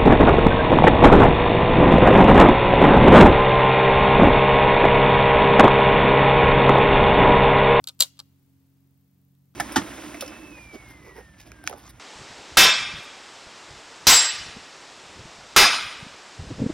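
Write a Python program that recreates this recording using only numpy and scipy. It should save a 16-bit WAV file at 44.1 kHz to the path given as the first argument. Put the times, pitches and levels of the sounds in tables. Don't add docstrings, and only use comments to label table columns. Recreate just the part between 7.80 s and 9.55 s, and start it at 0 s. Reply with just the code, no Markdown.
import sys
import numpy as np
from scipy import signal
from scipy.fft import rfft, irfft, next_fast_len
from scipy.io import wavfile
from scipy.ndimage import map_coordinates

SR = 44100
rng = np.random.default_rng(int(sys.argv[2]) if len(sys.argv) > 2 else 0)


def materialize(psi):
    bounded = np.clip(np.atleast_2d(psi).T, -1, 1)
    quanta = np.round(bounded * 32767).astype(np.int16)
    wavfile.write(sys.argv[1], SR, quanta)


def voltage_ratio(decibels):
    exponent = np.asarray(decibels, float) / 20
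    return 10 ** exponent


N = 77175
HALVES = np.array([[.5], [-.5]])


def unit(x):
    return x / np.sqrt(np.mean(x ** 2) + 1e-20)


def along(points, hz):
    f, v = np.transpose(points)
    return np.interp(np.log(hz + 1), np.log(f + 1), v)


def wobble(rate):
    knots = rng.standard_normal(int(N * rate / SR) + 4)
    return map_coordinates(knots, [np.arange(N) * rate / SR])


def filtered(x, response):
    m = next_fast_len(N + SR // 2)
    return irfft(rfft(x, m) * response(np.fft.rfftfreq(m, 1 / SR)), m)[..., :N]


def resonances(table):
    def response(f):
        total = 0
        for k, (centre, width, db) in enumerate(table):
            mode = 1j * f * width / (centre ** 2 - f ** 2 + 1j * f * width)
            total = total + (-1) ** k * voltage_ratio(db) * mode
        return total
    return response


# (time [s], level [dB], edge brightness [dB], length [s], pitch [Hz])
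SLIDE_CONTACTS = [
    (0.0404, -36.5, 3.5, .0024, 4550),
    (.0722, -33, 10, .0012, 3803),
    (0.0725, -32, -9.5, 0.002, 3751),
    (.0748, -29.5, -5, 0.0034, 3950),
    (0.0807, -40, -10.5, 0.0063, 3800),
    (.0842, -36, 0.5, .003, 4946),
    (.0882, -30.5, 5.5, .0012, 4700),
    (.0915, -32.5, -7, .0025, 4200),
    (.0955, -40.5, -3, .004, 3820),
    (.102, -54, -6.5, .007, 3521),
]
CLACK_CONTACTS = [(0.191, -46, -1.5, .004, 4600), (0.1994, -26.5, -5, .004, 4200),
                  (.2045, -14, 7, .0016, 4000), (.2060, -8, 0, .0026, 4000), (.2075, -9, -9, .002, 3300),
                  (.2092, -10, -5, .0022, 4500), (0.2123, -22.5, -3.5, 0.0046, 3900),
                  (.2194, -23.5, 7, .0025, 4000), (.2211, -11, -3, .0024, 4400),
                  (.2233, -15, -1, .0017, 3600), (0.2261, -23.5, -3, .0052, 3900),
                  (.2322, -24.5, 0, .005, 3800), (.2388, -36, -8, .01, 3800)]
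SETTLE_CONTACTS = [
    (.3707, -52, -1.5, 0.0012, 3170),
    (.3781, -54.5, -18.5, .003, 3930),
    (.3909, -33, -4, .0022, 4200),
    (.3934, -41, -12, .003, 3600),
    (.3969, -37, -8, .002, 4400),
    (.3993, -32, -8, .0028, 4600),
    (.4030, -48, -14, .004, 3300),
    (.4112, -55.5, -6, 0.003784, 4900),
    (1.5496, -69.5, -1.5, 0.00208, 3500),
]
TOUCH_CONTACTS = [
    (1.7405, -72, -15, 0.0029192, 2400),
    (1.7445, -72.5, -15, 0.002214, 2400),
]
KNOCK_DB = [-4.5, -4, 2, 22]
KNOCK_T60 = [.08, 0.071, 0.05691, 0.057454]
GROUND_DB = [-20, -16.5, -25, -25.5]
# treble corner of the edge [Hz], light contacts carry less
DULL_CORNER_HZ = [10953, 20014, 10453, 7001.3]


def bolt():
    contacts = [SLIDE_CONTACTS, CLACK_CONTACTS, SETTLE_CONTACTS, TOUCH_CONTACTS]
    x = sum(movement(*each) for each in zip(contacts, KNOCK_DB, KNOCK_T60, GROUND_DB, DULL_CORNER_HZ))
    low_hz, gap_hz, gap_width_hz, gap_depth = 347.93, 1855.6, 710, .7
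    dip = resonances([(gap_hz, gap_width_hz, 0)])
    return filtered(x, lambda hz: (1j * hz / (low_hz + 1j * hz)) ** 3 * (1 - gap_depth * dip(hz)))


# (frequency [Hz], left minus right [dB])
BOLT_LEVEL_SIDE = [(500, -1), (1500, -1), (3000, .6), (6000, 2), (10000, 5.5), (14000, 11)]
# (frequency [Hz], lead of the left [rad])
BOLT_PHASE_SIDE = [(100, -.4), (700, -.7), (1500, -.8), (3000, -1.05), (6000, -1.4), (14000, -1.55)]


def placed_bolt():
    def sides(hz):
        return voltage_ratio(HALVES * along(BOLT_LEVEL_SIDE, hz)) * np.exp(1j * HALVES * along(BOLT_PHASE_SIDE, hz))
    return filtered(bolt(), sides)


# (frequency [Hz], width [Hz], level [dB])
EDGE_MODES = [(7600, 1600, 3.5), (10680, 1000, -3), (12105, 1200, -1), (14330, 1200, -8)]
# (frequency [Hz], width [Hz], level [dB])
RECEIVER_MODES = [(2400, 500, -21.5), (2875.3, 800, -5.5), (3900, 900, 13.5), (4900, 900, -7),
                  (6400, 900, -8)]
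# (frequency [Hz], width [Hz], level [dB])
STOCK_MODES = [(406.74, 90, -7), (549.15, 53, 3), (746, 110, 0), (972.22, 150, -2), (1370, 225.66, 2.5)]
# (frequency [Hz], width [Hz], level [dB])
SCATTER_MODES = [(4200, 5000, 4.5), (12320, 6500, -10.5)]
# (frequency [Hz], decay time to -60 dB [s])
TREE_T60 = [(500, .45), (3500, .8), (8000, .42), (15000, .22)]


def movement(contacts, knock_db, knock_t60, ground_db, dull_hz):
    t = np.arange(N) / SR
    grit = np.sign(rng.standard_normal((2, N)))
    edge, tone, body, blows = np.zeros((4, N))
    body_late_s, edge_share = .001, .75
    pair_db, pair_ratio = -5, 1.2
    phases = rng.uniform(0, 2 * np.pi, (len(contacts), 2))
    for (s, db, bright, length, hz), phase in zip(contacts, phases):
        late = voltage_ratio(db) * burst(s + body_late_s, length)
        first = np.sin(2 * np.pi * hz * t + phase[0])
        second = voltage_ratio(pair_db) * np.sin(2 * np.pi * pair_ratio * hz * t + phase[1])
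        edge += voltage_ratio(db + bright) * burst(s, edge_share * length) * grit[0]
        tone += late * (first + second)
        body += late * grit[1]
        blows[int(s * SR)] += voltage_ratio(db) * np.sqrt(length * SR)
    click = filtered(edge, lambda f: 1.9 * resonances(EDGE_MODES)(f) / (1 + 1j * f / dull_hz) ** 2)
    rasp = filtered(body, lambda f: resonances(RECEIVER_MODES)(f) / (1 + 1j * f / 7000))
    knock = voltage_ratio(knock_db - 2) * filtered(blows, resonances(STOCK_MODES))
    wood = .66 * knock + .95 * echoes(knock, [(1000, knock_t60)])[0]
    rough = filtered(body + .52 * edge, resonances(SCATTER_MODES)) + wood
    ground = voltage_ratio(ground_db) * echoes(rough, [(1000, .14)])
    trees = voltage_ratio(-37.5) * echoes(rough, TREE_T60)
    return click + .8 * tone + voltage_ratio(-1.5) * rasp + wood + ground + trees


def burst(s, length):
    u = (np.arange(N) / SR - s) / max(length, 1e-4)
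    rise = np.clip(u / .35, 0, 1)
    return rise * np.exp(-np.clip(u, 0, 6) ** 3) * (u < 6)


def echoes(x, decays):
    hz, t, z = signal.stft(rng.standard_normal((2, SR // 2)), SR, nperseg=256)
    decay = voltage_ratio(-60 * t / along(decays, hz)[:, None])
    tail = signal.istft(z * decay, SR, nperseg=256)[1]
    return signal.fftconvolve(x[None], tail / np.linalg.norm(tail[0]), axes=1)[:, :N]


# (multiple of the firing rate [1], level [dB])
ENGINE_ORDERS = [(2, -71), (3, -65), (4.5, -82.5)]
# (time [s], level of the 4th [dB], level of the 6th [dB])
ENGINE_DRIFT = [(0, -74, -71), (.5, -72, -68), (1.0, -76.5, -68), (1.4, -68, -74), (1.75, -67.5, -74.5)]


def engine():
    engine_hz, firing_s, side_db, lead_s = 45.589, .853, -.5159, .0001
    t = np.arange(N) / SR
    s, fourth, sixth = np.transpose(ENGINE_DRIFT)
    levels = ENGINE_ORDERS + [(4, np.interp(t, s, fourth)), (6, np.interp(t, s, sixth))]
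    turn = 2 * np.pi * engine_hz * (t - firing_s + lead_s * HALVES)
    tone = 0
    for k, db in levels:
        tone = tone + voltage_ratio(db + 1.2 * wobble(9.015)) * np.cos(k * turn + .25 * wobble(7))
    return np.sqrt(2) * tone * voltage_ratio(side_db * HALVES)


# (frequency [Hz], width [Hz], level [dB])
INSECT_MODES = [(14200, 1500, 3), (14410, 800, -8.5), (15600, 170, 3.5)]
# (delay [s], level [dB])
WEAKER_TICKS = [(-.0065, -9.5), (.006, -8), (.017, -11.5), (.024, -16)]


def insect():
    start_s, period_s, tick_s = .0113, .03418, .0021
    tick_db, side_db, chorus_db = -65, 8.5, -85
    count = int(N / SR / period_s)
    chance = rng.standard_normal((count, len(WEAKER_TICKS) + 1, 2))
    late, db = np.transpose([(.002004, 0)] + WEAKER_TICKS)
    s = start_s + period_s * np.arange(count)[:, None] + late
    s = s + chance[..., 0] * (.0005 + .08 * abs(late))
    places = np.clip((s * SR).astype(int), 0, N - 1).ravel()
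    marks = np.bincount(places, voltage_ratio(db + 1.2 * chance[..., 1]).ravel(), N)
    swell = signal.fftconvolve(marks, np.hanning(int(tick_s * SR)))[:N]
    pair = rng.standard_normal((2, N))
    partly_alike = np.array([pair[0], .7 * pair[0] + .7 * pair[1]])
    both = partly_alike * (voltage_ratio(tick_db) * swell + voltage_ratio(chorus_db))
    return 2 * filtered(both, resonances(INSECT_MODES)) * voltage_ratio(side_db * HALVES)


# (frequency [Hz], density [dB per Hz])
AIR_SPECTRUM = [(20, -26.5), (50, -23.5), (75, -8), (200, -12.5), (320, -18), (520, -27), (1500, -34.5),
                (9500, -38.5)]
# (frequency [Hz], left-right likeness [1])
AIR_LIKENESS = [(40, .3), (150, 0.41), (600, 0.45), (3000, 0.23), (14000, 0.26)]


def air():
    def shares(hz):
        turn = np.arccos(np.clip(along(AIR_LIKENESS, hz), -1, 1)) / 2
        return voltage_ratio(along(AIR_SPECTRUM, hz)) * np.array([np.cos(turn), np.sin(turn)])
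    mid, side = filtered(rng.standard_normal((2, N)), shares)
    fade_db = -1.6468 * (np.arange(N) - N / 2) / SR
    return voltage_ratio(-68 + fade_db + .55 * wobble(2)) * unit(np.array([mid + side, mid - side]))


def scene():
    return placed_bolt() + engine() + insect() + air()


def band_limit(x):
    return signal.sosfilt(signal.butter(12, 16310, fs=SR, output="sos"), x)


def record(dry):
    mix = filtered(dry, lambda hz: 1 / (1 + (hz / 15830) ** 120))
    return band_limit(mix)


dry = scene()
out = record(dry)
materialize(out)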